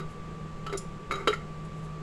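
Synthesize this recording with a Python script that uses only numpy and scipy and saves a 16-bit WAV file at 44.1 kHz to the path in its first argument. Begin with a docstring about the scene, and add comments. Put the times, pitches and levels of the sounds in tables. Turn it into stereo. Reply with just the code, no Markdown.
"""A spatula scrapes out a thick glass blender jar held tipped over a storage jar in a small kitchen.
An appliance hums and whines throughout. After a faint touch and smear come light knocks and a wet smack;
then one stroke drags along the wall, with the hardest knocks near its end; faint smacks and smears follow.
Knocks are decaying modes of glass, air and spatula over a noise crack; the drag is a train of such touches.
Brief sines give the singing edge, noise bursts and sparse clicks the food, wavering sines the appliance."""
import sys
import numpy as np
from scipy import signal
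from scipy.fft import rfft, irfft, next_fast_len
from scipy.io import wavfile
from scipy.ndimage import uniform_filter1d

SR = 44100
rng = np.random.default_rng(int(sys.argv[2]) if len(sys.argv) > 2 else 0)


def bounce(signal):
    """Save signal as a 16-bit WAV file at the path given by the first command-line argument."""
    frames = np.transpose(np.atleast_2d(signal))
    limited = np.clip(frames, -1, 1)
    pcm = np.round(limited * 32767).astype(np.int16)
    wavfile.write(sys.argv[1], SR, pcm)


N = 89478  # samples


def undb(db):
    """Logarithmic level: decibels to amplitude gain."""
    return 10 ** (np.asarray(db) / 20)


def unit(x):
    """Normalisation: scale to rms 1."""
    return x / np.sqrt(np.mean(x ** 2))


def fade(t60):
    """Exponential decay: 60 dB in t60 seconds, over half a second."""
    return np.exp(-np.log(1000) * np.arange(SR // 2) / SR / max(t60, 1e-3))


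def colour(x, points):
    """Linear filtering: shape a spectrum by (f/Hz, level/dB) points, joined on a log frequency axis."""
    hz, db = np.array(points).T
    n = next_fast_len(2 * x.shape[-1])  # padding keeps the end from wrapping round
    f = np.maximum(np.fft.rfftfreq(n, 1 / SR), 1)
    gain = undb(np.interp(np.log(f), np.log(hz), db))
    return irfft(rfft(x, n) * gain, n)[..., :x.shape[-1]]


def walk(rate):
    """Low-pass random modulation: a wander of rms 1, from about `rate` random values per second."""
    k = int(SR / rate)
    steps = np.repeat(rng.standard_normal(N // k + 1), k)
    smooth = uniform_filter1d(uniform_filter1d(steps, k), k)
    return unit(smooth[:N])


def add(out, s, x):
    """Superposition: mix x in from time s."""
    i = max(int(s * SR), 0)
    out[..., i:i + x.shape[-1]] += x[..., :N - i]


def burst(points, t60):
    """Transient noise: a decaying coloured burst of energy 1."""
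    x = colour(rng.standard_normal(SR // 2), points) * fade(t60)
    return x / np.linalg.norm(x)


def catches(rate, scatter_db):
    """Random impulse train: tiny slips of uneven size and either sign, `rate` per second on average."""
    happens = rng.random(N) < rate / SR
    size = undb(scatter_db * np.clip(rng.standard_normal(N), -2, 2))
    return happens * size * rng.choice([-1, 1], N)


PORT_PHASE_RAD = 0.79  # largest phase shift of a mode at each port, reached from 1 kHz up


def ring(modes, length, base_hz=1, tilt_db=0):
    """Modal superposition: damped sines of a struck body, tilted in dB per octave about its first mode."""
    t = np.arange(SR // 2) / SR
    out = 0
    for f, db, t60 in modes:
        hz = f * base_hz
        phase = PORT_PHASE_RAD * min(hz / 1000, 1) * rng.choice([-1, 1])
        apart = phase * np.array([[1], [-1]])  # opposite shifts at the two ports
        level = undb(db + tilt_db * np.log2(f / modes[0][0]))
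        out = out + level * fade(t60 * length) * np.sin(2 * np.pi * hz * t + apart)
    return out * (1 - fade(0.0078))  # soft onset


# Modes of the glass: f/Hz, relative level/dB, t60/s at ring length 1
GLASS_MODES = [(1170, -9, .12), (1210, -7, .1), (1268, -3, .08), (1330, -2, .1), (1410, -11, .07),
               (1455, -9, .08), (1815, -21, .08), (2725, -17, .07), (3148, -17, .07), (3847, -15, .1),
               (4985, -24, .08), (6560, -28, .06), (6690, -31, .05), (6810, -29, .055), (7150, -35, .05),
               (10720, -38, .035)]
# Hollow low modes of the air in the jar: multiple of the lowest f, relative level/dB, t60/s at ring length 1
HOLLOW_MODES = [(1, 0, .14), (1.08, -13, .11), (1.33, -14, .09), (1.65, -16, .09)]
# Short clack of the spatula: multiple of its pitch, relative level/dB, t60/s at ring length 1
SPATULA_MODES = [(.94, 0, .04), (1, 0, 0.055), (1.045, -2.5, .05), (1.13, -8, 0.028)]
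# Spectrum of the contact crack: f/Hz, relative level/dB per Hz
CRACK_SPECTRUM = [(120, -28), (300, -20), (520, 5.5), (680, -1), (900, 2), (1400, -9.5), (1700, 0),
                  (2400, -1.5), (3100, -7.5), (3500, -13), (3950, -3), (4300, -6.5), (4900, -6.5),
                  (5900, -17.5), (6900, -14.5), (8500, -26.5), (11500, -22.5), (15500, -40)]
CRACK_T60_S, CRACK_RISE_S, CRACK_DB = .05, .014, 19  # decay, onset time constant as a t60, added gain


def contact(glass_db, hollow_db, spatula_db, crack_db, tilt_db, hollow_hz, spatula_hz, length=1):
    """Impact excitation: one touch rings glass, hollow and spatula over a crack that echoes in the jar."""
    glass = undb(glass_db) * ring(GLASS_MODES, length, tilt_db=tilt_db)
    hollow = undb(hollow_db) * ring(HOLLOW_MODES, length, hollow_hz)
    spatula = undb(spatula_db) * ring(SPATULA_MODES, length, spatula_hz)  # pitched by where it touches
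    noise = np.array([burst(CRACK_SPECTRUM, CRACK_T60_S) for _ in range(2)])
    crack = undb(crack_db + CRACK_DB) * noise * (1 - fade(CRACK_RISE_S))
    return glass + hollow + spatula + crack


# Blows of the spatula: t/s, relative levels of glass/dB, hollow/dB, spatula/dB and contact crack/dB,
# brightness of the glass/(dB per octave), hollow f/Hz, spatula f/Hz,
# ring length/1 (a multiple: shorter when the blade presses)
BLOW_EVENTS = [(0.001, -35.5, -37.5, -46.5, -37.5, -0.5, 384, 2050, 1.3),
               (0.6644, -36, -38, -34, -30, -4, 409, 2966, .8),
               (0.6963, -38.5, -35, -41, -48, 2, 420, 3080, .8),
               (0.7257, -41, -27.5, -36, -31, -8, 413.6, 2130, .7),
               (0.7356, -30, -29, -38, -38, -0.5, 403.3, 2117, 1),
               (0.7502, -41, -27, -43, -49, 1, 378, 2070, .55),
               (1.11, -20, -35.5, -25.5, -28.5, -1.5, 404, 2197, .8),
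               (1.1187, -57.5, -41, -39, -29, 14.5, 389, 2230, 1),
               (1.1389, -32, -34.5, -43, -53, 3, 388, 2150, .9),
               (1.155, -40.5, -49, -44, -35, 7, 395, 2100, 1),
               (1.2734, -15.5, -16, -23.5, -19.5, 0, 407.8, 2285, .75),
               (1.2772, -14.5, -15, -18, -23.5, 0.5, 429.2, 3020, .65),
               (1.3029, -36, -24.5, -37, -38, -8, 429, 3060, .5),
               (1.3291, -37.5, -42, -21.5, -43, 6, 420, 2044, .7),
               (1.3347, -33.5, -49, -38, -31.5, 5.5, 436, 2030, .55)]


def knocks():
    """Impulse response: each knock or bounce on the jar sets off a free decay."""
    out = np.zeros((2, N))
    for s, *touch in BLOW_EVENTS:
        add(out, s, contact(*touch))
    return out


# Pressure of the dragging stroke: t/s, relative level/dB
STROKE_PRESSURE = [(1.105, -59), (1.118, -28.5), (1.145, -32.5), (1.18, -37.5), (1.22, -35.5), (1.27, -49),
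                   (1.33, -65), (1.36, -44), (1.39, -66)]
CATCHES_PER_S, CATCH_SCATTER_DB = 770, 1  # mean rate, spread of size


def scrape(t):
    """Stick-slip friction: the edge catches and slips along the glass, each slip renewing its ring."""
    s, db = np.array(STROKE_PRESSURE).T
    pressure = undb(np.interp(t, s, db)) * (t > s[0]) * (t < s[-1])
    slips = catches(CATCHES_PER_S, CATCH_SCATTER_DB) * pressure
    touch = contact(glass_db=-9.5, hollow_db=-14, spatula_db=-15, crack_db=-17.5, tilt_db=-6,
                    hollow_hz=396, spatula_hz=2160)
    return signal.fftconvolve(slips[None], touch)[:, :N]


# Moments when the rubbing edge keeps one mode singing: t/s, length/s, f/Hz, relative level/dB, swell/(dB/s)
SINGING_MOMENTS = [(0.667, 0.0265, 1310, -33, -120), (0.697, 0.027, 1320, -36.5, -250),
                   (1.124, 0.098, 1210, -40.5, -70), (1.121, 0.057, 3836, -46, -50),
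                   (1.1, 0.043, 398, -45, 77), (1.2745, 0.032, 3858, -29.5, -550),
                   (1.331, 0.015, 1338, -28, -200)]
SING_EDGE_S = 0.0027  # ramp at either end
SING_ROUGH, SING_FLUTTER_HZ = .22, 110  # depth of the roughness, random values per second


def singing(t):
    """Mode locking: stick and slip hold one mode for a moment, a short, slightly rough tone."""
    out = np.zeros(N)
    for s, length, hz, db, swell_db in SINGING_MOMENTS:
        age = np.clip(t - s, 0, length)
        edges = np.clip(np.minimum(age, length - age) / SING_EDGE_S, 0, 1)
        held = edges * undb(db + swell_db * age)
        rough = 1 + SING_ROUGH * (walk(SING_FLUTTER_HZ) + 1j * walk(SING_FLUTTER_HZ))
        out += held * np.real(rough * np.exp(2j * np.pi * hz * age))
    return out


# Wet smacks: t/s, relative level/dB
SMACK_EVENTS = [(0.7738, -9), (0.7795, -25), (1.648, -34)]
# Spectrum of a smack: f/Hz, relative level/dB per Hz
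SMACK_SPECTRUM = [(1000, -25), (2800, -14), (5000, 6.5), (7500, 2), (9500, 2), (12000, -14), (16000, -14)]
SMACK_T60_S = 0.0097
# Smears of food under the blade, bell-shaped in time: t/s of the centre, half length/s, relative level/dB
SMEAR_EVENTS = [(0.106, 0.014, -59), (1.778, .025, -64.5), (1.843, 0.015, -61)]
# Spectrum of a smear: f/Hz, relative level/dB per Hz
SMEAR_SPECTRUM = [(2000, 7), (5000, -1), (8000, 0.5), (11000, -1.5), (15000, -26)]


def food(t):
    """Adhesive release: wet food smacks as it lets go, and crackles faintly as it is wiped."""
    wiping = sum(undb(db) * np.exp(-.5 * ((t - s) / half) ** 2) for s, half, db in SMEAR_EVENTS)
    out = wiping * unit(colour(catches(rate=4500, scatter_db=4), SMEAR_SPECTRUM))
    for s, db in SMACK_EVENTS:
        add(out, s, undb(db) * burst(SMACK_SPECTRUM, SMACK_T60_S))
    return out


def reflections(t60):
    """Diffuse reverberation: dense echoes of energy 1 with an evened-out spectrum; t60 is nominal."""
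    decay = fade(t60)
    spectrum = rfft(rng.standard_normal(len(decay)) * decay * (1 - fade(0.045)))
    evened = irfft(spectrum / np.abs(spectrum) ** 0.34, len(decay))
    x = evened * decay ** 0.29 * (1 - fade(0.0027))
    return x / np.linalg.norm(x)


def echoes(x, t60):
    """Decorrelation: different reflections for the left and the right."""
    return np.array([signal.fftconvolve(side, reflections(t60))[:N] for side in x])


# Appliance tones: f/Hz, relative rms level/dB, left minus right/dB, unsteadiness/1
APPLIANCE_TONES = [(156.7, -43.5, 0, 0.3), (1161.8, -53.5, 8.5, 0.025), (1227, -67.5, -16, 0.58)]


def appliance(t):
    """Modulated tones: a wavering hum, a thin steady whine and a fainter unsteady one beside it."""
    out = np.zeros((2, N))
    for hz, db, pan_db, unsteady in APPLIANCE_TONES:
        wander = 1 + unsteady * (walk(22.5) + 1j * walk(16.1))  # amplitude and phase both waver
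        tone = np.real(wander * np.exp(2j * np.pi * hz * t))
        out += unit(tone) * undb(db + np.array([[pan_db], [-pan_db]]) / 2)
    return out


# Spectrum of the room noise: f/Hz, relative level/dB per Hz
AIR_SPECTRUM = [(20, 3), (45, -3), (105, -7.5), (165, -2.5), (205, -3), (260, -17.5), (340, -12),
                (450, -12), (620, -20), (1300, -24.5), (2500, -29), (5000, -39), (8000, -47.5),
                (11000, -59), (15500, -58)]
AIR_DB, AIR_SHARED_HZ = -41, 620  # level; the two sides grow alike below this frequency


def room_noise():
    """Spatial coherence: coloured noise with a weak side part in the bass, so both sides share it."""
    mid, side = colour(rng.standard_normal((2, N)), AIR_SPECTRUM)
    highpass = signal.butter(1, AIR_SHARED_HZ, "high", fs=SR, output="sos")
    side = signal.sosfilt(highpass, side) * 0.69 + 0.32 * side
    return undb(AIR_DB) * unit(np.array([mid + side, mid - side]))


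DIRECT = 0.18  # gain of the food's direct sound
NEAR_DB, RING_ECHO_DB, NEAR_T60_S = -2.5, -13, 0.054  # quick echoes of food and of jar, nominal decay
ROOM_DB, ROOM_T60_S = -9.5, 0.31  # room tail, nominal decay


def scene():
    """Direct sound and reverberation: work on the jar, counter echoes, a short tail, a humming kitchen."""
    t = np.arange(N) / SR
    jar = knocks() + scrape(t) + singing(t)
    wet = np.array([food(t)] * 2)
    near_jar = jar + undb(RING_ECHO_DB) * echoes(jar, NEAR_T60_S)
    near_wet = DIRECT * wet + undb(NEAR_DB) * echoes(wet, NEAR_T60_S)
    near = near_jar + near_wet
    tail = undb(ROOM_DB) * echoes(near, ROOM_T60_S)
    return near + tail + appliance(t) + room_noise()


# Colour of the left microphone port: f/Hz, level/dB
LEFT_PORT_COLOUR = [(200, -1), (500, 3), (2500, 2.5), (5500, 3), (6800, 8.5), (7800, 12), (8800, 3),
                    (10200, -3), (13000, -4.5), (16000, -3)]
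# Colour of the right microphone port: f/Hz, level/dB
RIGHT_PORT_COLOUR = [(200, 1.5), (500, 1), (2500, 0), (5500, -1), (7500, -2.5), (9000, 3.5), (10300, 11.5),
                     (11500, 4.5), (13000, 0), (16000, -9)]
TOP_HZ = 15800


def record(dry):
    """Cavity resonance: each microphone port has its own treble peak; a steep low-pass cuts off the top."""
    heard = np.array([colour(dry[0], LEFT_PORT_COLOUR), colour(dry[1], RIGHT_PORT_COLOUR)])
    lowpass = signal.ellip(10, .1, 80, TOP_HZ, fs=SR, output="sos")
    return signal.sosfilt(lowpass, heard)


dry = scene()
out = record(dry)
bounce(out)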